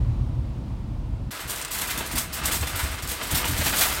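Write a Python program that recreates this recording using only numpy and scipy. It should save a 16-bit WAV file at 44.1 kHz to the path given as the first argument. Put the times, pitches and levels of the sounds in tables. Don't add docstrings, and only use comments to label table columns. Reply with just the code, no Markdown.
import sys
import numpy as np
from scipy import signal
from scipy.fft import rfft, irfft
from scipy.io import wavfile
from scipy.ndimage import uniform_filter1d

SR = 44100
rng = np.random.default_rng(int(sys.argv[2]) if len(sys.argv) > 2 else 0)


def wav_out(sig):
    wavfile.write(sys.argv[1], SR, np.round(np.clip(np.atleast_2d(sig).T, -1, 1) * 32767).astype(np.int16))


N = 176400
T = np.arange(N) / SR
CART_START_S, TOP_HZ = 1.306, 15880
GRAINS_PER_S, GRAIN_SPREAD_DB = 6000, 2.3
CONTACTS_PER_S, CONTACT_SPREAD_DB, CONTACT_T20_S, CLICK_ENERGY_RATIO = 1500, 2.5, 0.016, 0.23


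def undb(db):
    return 10 ** (np.asarray(db) / 20)


def unit_rms(x):
    return x / np.sqrt(np.mean(x ** 2) + 1e-18)


def level_curve(rows, column=1):
    rows = np.array(rows)
    return undb(np.interp(T, rows[:, 0], rows[:, column]))


def colour(x, spectrum, tilt_db_per_oct=0):
    hz, db = np.array(spectrum).T
    octave = np.log2(np.fft.rfftfreq(len(x), 1 / SR) + 1)
    in_band = np.clip(octave, np.log2(hz.min()), np.log2(hz.max()))
    gain_db = np.interp(in_band, np.log2(hz), db) + tilt_db_per_oct * in_band - 24 * abs(octave - in_band)
    return unit_rms(irfft(rfft(x) * undb(gain_db), len(x)))


def drift(rate_hz):
    hold = max(int(SR / rate_hz), 1)
    steps = np.repeat(rng.standard_normal(N // hold + 1), hold)
    return unit_rms(uniform_filter1d(steps, hold)[:N])


def grains(n, per_s, spread_db):
    size = undb(spread_db * np.minimum(rng.exponential(size=n), 3.3))
    return (rng.random(n) < per_s / SR) * size * rng.choice([-1, 1], n)


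def chatter(n, parts=3):
    t, out = T[:SR // 16], 0
    for _ in range(parts):
        ring = unit_rms(rng.standard_normal(len(t)) * undb(-20 * t / CONTACT_T20_S)) / np.sqrt(len(t))
        ring[0] += np.sqrt(CLICK_ENERGY_RATIO)
        contacts = grains(n + len(t), CONTACTS_PER_S / parts, CONTACT_SPREAD_DB)
        out = out + signal.fftconvolve(contacts, ring)[len(t):len(t) + n]
    return out


def burst(rise_s, fall_db_per_s):
    t = T[:SR // 2]
    return np.minimum(t / rise_s, 1) * undb(-fall_db_per_s * np.maximum(t - rise_s, 0))


def add(out, start_s, sound):
    i = int(start_s * SR)
    out[i:i + len(sound)] += sound[:N - i]


def resonate(drive, modes):
    t, out = T[:SR // 3], 0
    for hz, db, t60_s in modes:
        ring = np.sin(2 * np.pi * hz * t) * undb(-60 * t / t60_s)
        out = out + undb(db) * unit_rms(signal.fftconvolve(drive, ring)[:N])
    return np.std(drive) * out


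# freq_hz, density_db
CABIN_SPECTRUM = [(20, -40), (28, -10), (36, -3.5), (50, 1.5), (64, 0.5), (88, -5), (108, -1.5), (127, 1.5),
                  (145, -10), (175, -29)]
TYRE_SPECTRUM = [(150, 21.5), (200, 24.5), (262, 22), (300, 19), (330, 16.5), (420, 6.5), (560, 8.5),
                 (750, 5.5), (1000, 4.5), (1600, -7), (2700, -8.5), (4500, -13), (6500, -19), (9500, -21.5),
                 (10500, -27), (16000, -28.5)]
# time_s, level_db
CABIN_LEVEL = [(0, -18), (.14, -24.5), (.28, -24), (.42, -26.5), (.53, -31.5), (.95, -29), (1.3, -30.5)]
TYRE_LEVEL = [(0, -36.5), (.37, -39), (.7, -39), (1.3, -39.5)]

def car():
    cabin = colour(rng.standard_normal(N), CABIN_SPECTRUM) * level_curve(CABIN_LEVEL)
    tyres = colour(rng.standard_normal(N), TYRE_SPECTRUM) * level_curve(TYRE_LEVEL)
    return cabin + tyres * undb(0.29 * drift(rate_hz=10.4))


# time_s, crunch_db, rumble_db
ROLL_LEVELS = [(1.31, -38, -51), (1.45, -38, -44.5), (1.68, -36.5, -46), (1.78, -37, -39.5),
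               (1.92, -34.5, -39.5), (2.08, -37.5, -38), (2.2, -35.5, -36), (2.3, -39, -37),
               (2.38, -34.5, -41), (2.52, -30.5, -33), (2.6, -36, -35), (2.82, -34.5, -39),
               (2.99, -38.5, -39), (3.17, -36, -41), (3.29, -33, -40.5), (3.37, -31, -33.5),
               (3.56, -33, -33), (3.66, -31, -36), (3.85, -29.5, -34.5), (4.0, -31, -37.5)]
# freq_hz, density_db
CRUNCH_SPECTRUM = [(150, -16), (300, 0.5), (450, -3), (700, 1.5), (850, -1.5), (1200, 4.5), (2000, 1),
                   (3000, 0), (4500, -4), (6500, -10.5), (9000, -9), (16000, -37)]

def wheel_crunch(flicker_db=1.4):
    crunch = colour(grains(N, GRAINS_PER_S, GRAIN_SPREAD_DB), CRUNCH_SPECTRUM)
    return crunch * level_curve(ROLL_LEVELS) * undb(flicker_db * drift(rate_hz=45))


# freq_hz, density_db
RUMBLE_SPECTRUM = [(22, -36), (35, -5), (50, 2.5), (85, -2.5), (115, -7), (170, -9.5), (280, -15),
                   (400, -21), (900, -52)]

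def basket_rumble():
    return colour(rng.standard_normal(N), RUMBLE_SPECTRUM) * level_curve(ROLL_LEVELS, column=2)


# start_s, level_db, rise_s
SKIDS = [(1.735, -35, .025), (1.810, -32.5, 0.011), (1.875, -33.5, .03), (2.105, -39, 0.0094),
         (2.654, -39, 0.011), (2.772, -29.5, .03), (2.915, -35.5, 0.014), (3.348, -31, 0.016),
         (3.805, -28.5, 0.04)]
# freq_hz, density_db
SKID_SPECTRUM = [(450, -27), (950, 0), (1400, 0), (2100, 1.5), (2800, -4.5), (4200, -7.5), (6000, -25)]

def wheel_skids():
    out = np.zeros(N)
    for start_s, db, rise_s in SKIDS:
        envelope = burst(rise_s, fall_db_per_s=260)
        grind = colour(grains(len(envelope), GRAINS_PER_S, GRAIN_SPREAD_DB), SKID_SPECTRUM)
        add(out, start_s, undb(db) * envelope * grind)
    return out


# start_s, peak_db
SNAPS = [(1.6147, -21), (1.6236, -19), (1.6483, -15), (1.681, -25)]
# freq_hz, density_db
SNAP_SPECTRUM = [(1500, -8), (4500, -8), (7000, -3), (9000, 1), (10500, -13), (16000, -11)]

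def ice_snaps(fizz_db=-12.5, fall_db_per_s=1100):
    out, t = np.zeros(N), T[:SR // 16]
    for start_s, peak_db in SNAPS:
        snap = undb(fizz_db - fall_db_per_s * t) * rng.standard_normal(len(t))
        snap[SR // 2000] += 1
        snap = colour(snap, SNAP_SPECTRUM)
        add(out, start_s, undb(peak_db) * snap / abs(snap).max())
    return out


# start_s, level_db
BUMPS = [(2.132, -21.5), (3.338, -26.5), (3.655, -24)]
# pitch_hz, gain_db, t60_s
WALL_MODES = [(148, -2, 0.086), (253, -5, 0.17), (313, -4, 0.098)]

def wall_bumps(rise_s=0.0083, detune_spread=0.024):
    out, t = np.zeros(N), T[:SR // 4]
    for start_s, db in BUMPS:
        note = 0
        for hz, gain_db, t60_s in WALL_MODES:
            detuned_hz = hz * (1 + detune_spread * rng.standard_normal())
            note = note + undb(gain_db - 60 * t / t60_s) * np.sin(2 * np.pi * detuned_hz * t)
        add(out, start_s, undb(db) * np.minimum(t / rise_s, 1) * note)
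    return out


# start_s, level_db, pitch_hz, knock_relative_db
THUMPS = [(1.447, -30, 62, -3), (1.924, -34, 56.6, -2.5), (2.003, -27.5, 65.4, -5),
          (2.147, -24.5, 56.3, -9), (2.432, -25.5, 61, -4), (2.610, -19.5, 72, -13), (2.735, -23, 92, -10),
          (2.83, -17, 68, -14), (2.893, -25, 64, -26), (2.936, -25.5, 70.6, -12), (3.03, -28.5, 93, -4.5),
          (3.078, -27.5, 59.5, -17), (3.327, -19.5, 78, -5.5), (3.485, -20.5, 85, -4.5),
          (3.534, -23, 89, -20), (3.583, -20, 78, -6)]
# freq_hz, density_db
KNOCK_SPECTRUM = [(70, -18), (115, 7.5), (170, -10), (300, -5.5), (500, -26), (1000, -43)]

def rut_thumps(trim_db=-3):
    out = np.zeros(N)
    swing = burst(rise_s=0.01, fall_db_per_s=412)
    jolt = burst(rise_s=0.015, fall_db_per_s=332)
    for start_s, db, hz, knock_db in THUMPS:
        boom = swing * np.sqrt(2) * np.sin(2 * np.pi * hz * T[:len(swing)])
        knock = undb(knock_db) * jolt * colour(rng.standard_normal(len(jolt)), KNOCK_SPECTRUM)
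        add(out, start_s, undb(db + trim_db) * (boom + knock))
    return out


# start_s, level_db, tilt_db_per_oct
CLACKS = [(1.490, -38, -4.5), (1.817, -38, 0), (1.903, -28.5, 4), (1.973, -32, -4.5), (2.002, -29, -2.5),
          (2.168, -30, -3), (2.387, -39, -5), (2.470, -27, -1.5), (2.529, -35.5, -3), (2.622, -31.5, -3.5),
          (3.110, -36, -5), (3.209, -28.5, -3.5), (3.316, -33, -6), (3.440, -25, -2.5), (3.608, -25.5, -2),
          (3.657, -24, -1), (3.723, -23.5, -1), (3.812, -18, 5.5)]
# freq_hz, density_db
CLACK_SPECTRUM = [(100, -4.5), (280, -4), (420, -8), (650, -1.5), (1200, 0.5), (2400, 2.5), (3600, 2),
                  (6000, -9.5), (16000, -16)]

def basket_clacks(trim_db=0.5):
    out = np.zeros(N)
    envelope = burst(rise_s=0.0077, fall_db_per_s=426)
    for start_s, db, tilt_db_per_oct in CLACKS:
        contacts = colour(chatter(len(envelope)), CLACK_SPECTRUM, tilt_db_per_oct)
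        add(out, start_s, undb(db + trim_db) * envelope * contacts)
    return out


# pitch_hz, gain_db, t60_s
FRAME_MODES = [(312, -29, .12), (507.6, -24.5, 0.25), (673.5, -21.5, 0.12), (900, -30, 0.53),
               (1008, -18, 0.092), (1240, -31, 0.17), (1564, -32, .09), (1730, -24, 0.086),
               (2056, -25.5, 0.13), (2169, -19, 0.051), (2424, -27, 0.1), (2693, -22, 0.039),
               (3170, -28, 0.1)]

def frame_ring(drive):
    return resonate(drive, FRAME_MODES)


# start_s, level_db, rise_s, fall_db_per_s
RATTLES = [(1.309, -37.5, 0.0024, 89), (1.401, -35.5, 0.0026, 397), (1.474, -36, 0.0037, 133),
           (1.494, -27, 0.0038, 300), (1.528, -38.5, 0.006, 138), (1.555, -34, 0.0046, 125),
           (1.706, -29, 0.007, 120), (1.742, -31, 0.0071, 288), (1.780, -29, 0.0039, 138),
           (1.813, -28.5, 0.0033, 294), (1.871, -31.5, 0.004, 140), (1.899, -30.5, 0.0067, 242),
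           (1.974, -30, 0.0027, 198), (2.059, -32.5, .002, 260), (2.112, -31, 0.0014, 226),
           (2.152, -27, .006, 241), (2.166, -23.5, 0.016, 271), (2.321, -28.5, 0.015, 300),
           (2.36, -37, 0.01, 216), (2.435, -31.5, 0.0032, 242), (2.454, -23, .002, 258),
           (2.511, -24.5, 0.01, 203), (2.540, -27.5, 0.0052, 240), (2.608, -33, .003, 214),
           (2.669, -31, 0.0033, 174), (2.754, -31, 0.0066, 129), (2.790, -30.5, 0.0037, 203),
           (2.829, -35.5, 0.0085, 148), (2.911, -38.5, 0.004, 118), (3.023, -32.5, 0.0015, 280),
           (3.073, -32.5, 0.0022, 200), (3.085, -30, .003, 150), (3.111, -29, 0.0034, 335),
           (3.215, -33, 0.022, 124), (3.303, -26.5, 0.012, 257), (3.342, -21.5, 0.015, 203),
           (3.447, -29.5, 0.0066, 188), (3.474, -28.5, 0.0052, 106), (3.567, -27.5, 0.016, 112),
           (3.630, -23.5, 0.029, 114), (3.742, -22, 0.041, 103), (3.803, -18, 0.0077, 222),
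           (3.846, -29, 0.011, 141), (3.918, -29, 0.009, 146)]
# freq_hz, density_db
RATTLE_SPECTRUM = [(250, -24), (700, -2.5), (1500, -8.5), (3000, 0.5), (4500, 0), (6200, 0), (8200, 3.5),
                   (10300, 0), (11300, 2), (13500, 2), (15600, -1.5)]
# pitch_hz, gain_db, t60_s
WIRE_MODES = [(3555, -24, .1), (4100, -25, .1), (5550, -25, .14), (7850, -24, .14), (8226, -14.5, .24),
              (8586, -18, .2), (9588, -26, .14), (10891, -20, .2), (11306, -24, .16), (11500, -21, .18),
              (12505, -25, .18), (15365, -25, .12), (15526, -25, .14)]
# time_s, gain_db
WIRE_GAIN = [(1.5, -2), (1.8, -4.5), (2.7, 2.5), (3.1, -10), (3.8, -19)]

def steel_rattles(trim_db=0.5):
    out = np.zeros(N)
    for start_s, db, rise_s, fall_db_per_s in RATTLES:
        envelope = burst(rise_s, fall_db_per_s)
        contacts = colour(chatter(len(envelope)), RATTLE_SPECTRUM)
        add(out, start_s, undb(db + trim_db) * envelope * contacts)
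    return out + level_curve(WIRE_GAIN) * resonate(out, WIRE_MODES)


def scene():
    drive = wheel_crunch() + wheel_skids() + basket_clacks()
    cart = drive + frame_ring(drive) + steel_rattles() + ice_snaps()
    cart += wall_bumps() + basket_rumble() + rut_thumps()
    car_gate = np.interp(T, [0, .004, CART_START_S - .008, CART_START_S], [0, 1, 1, 0])
    cart_gate = np.clip((T - CART_START_S) / .002, 0, 1)
    return (car() * car_gate + cart * cart_gate)[None]


def record(dry):
    return signal.sosfilt(signal.ellip(10, .2, 80, TOP_HZ, fs=SR, output="sos"), dry)


dry = scene()
out = record(dry)
wav_out(out)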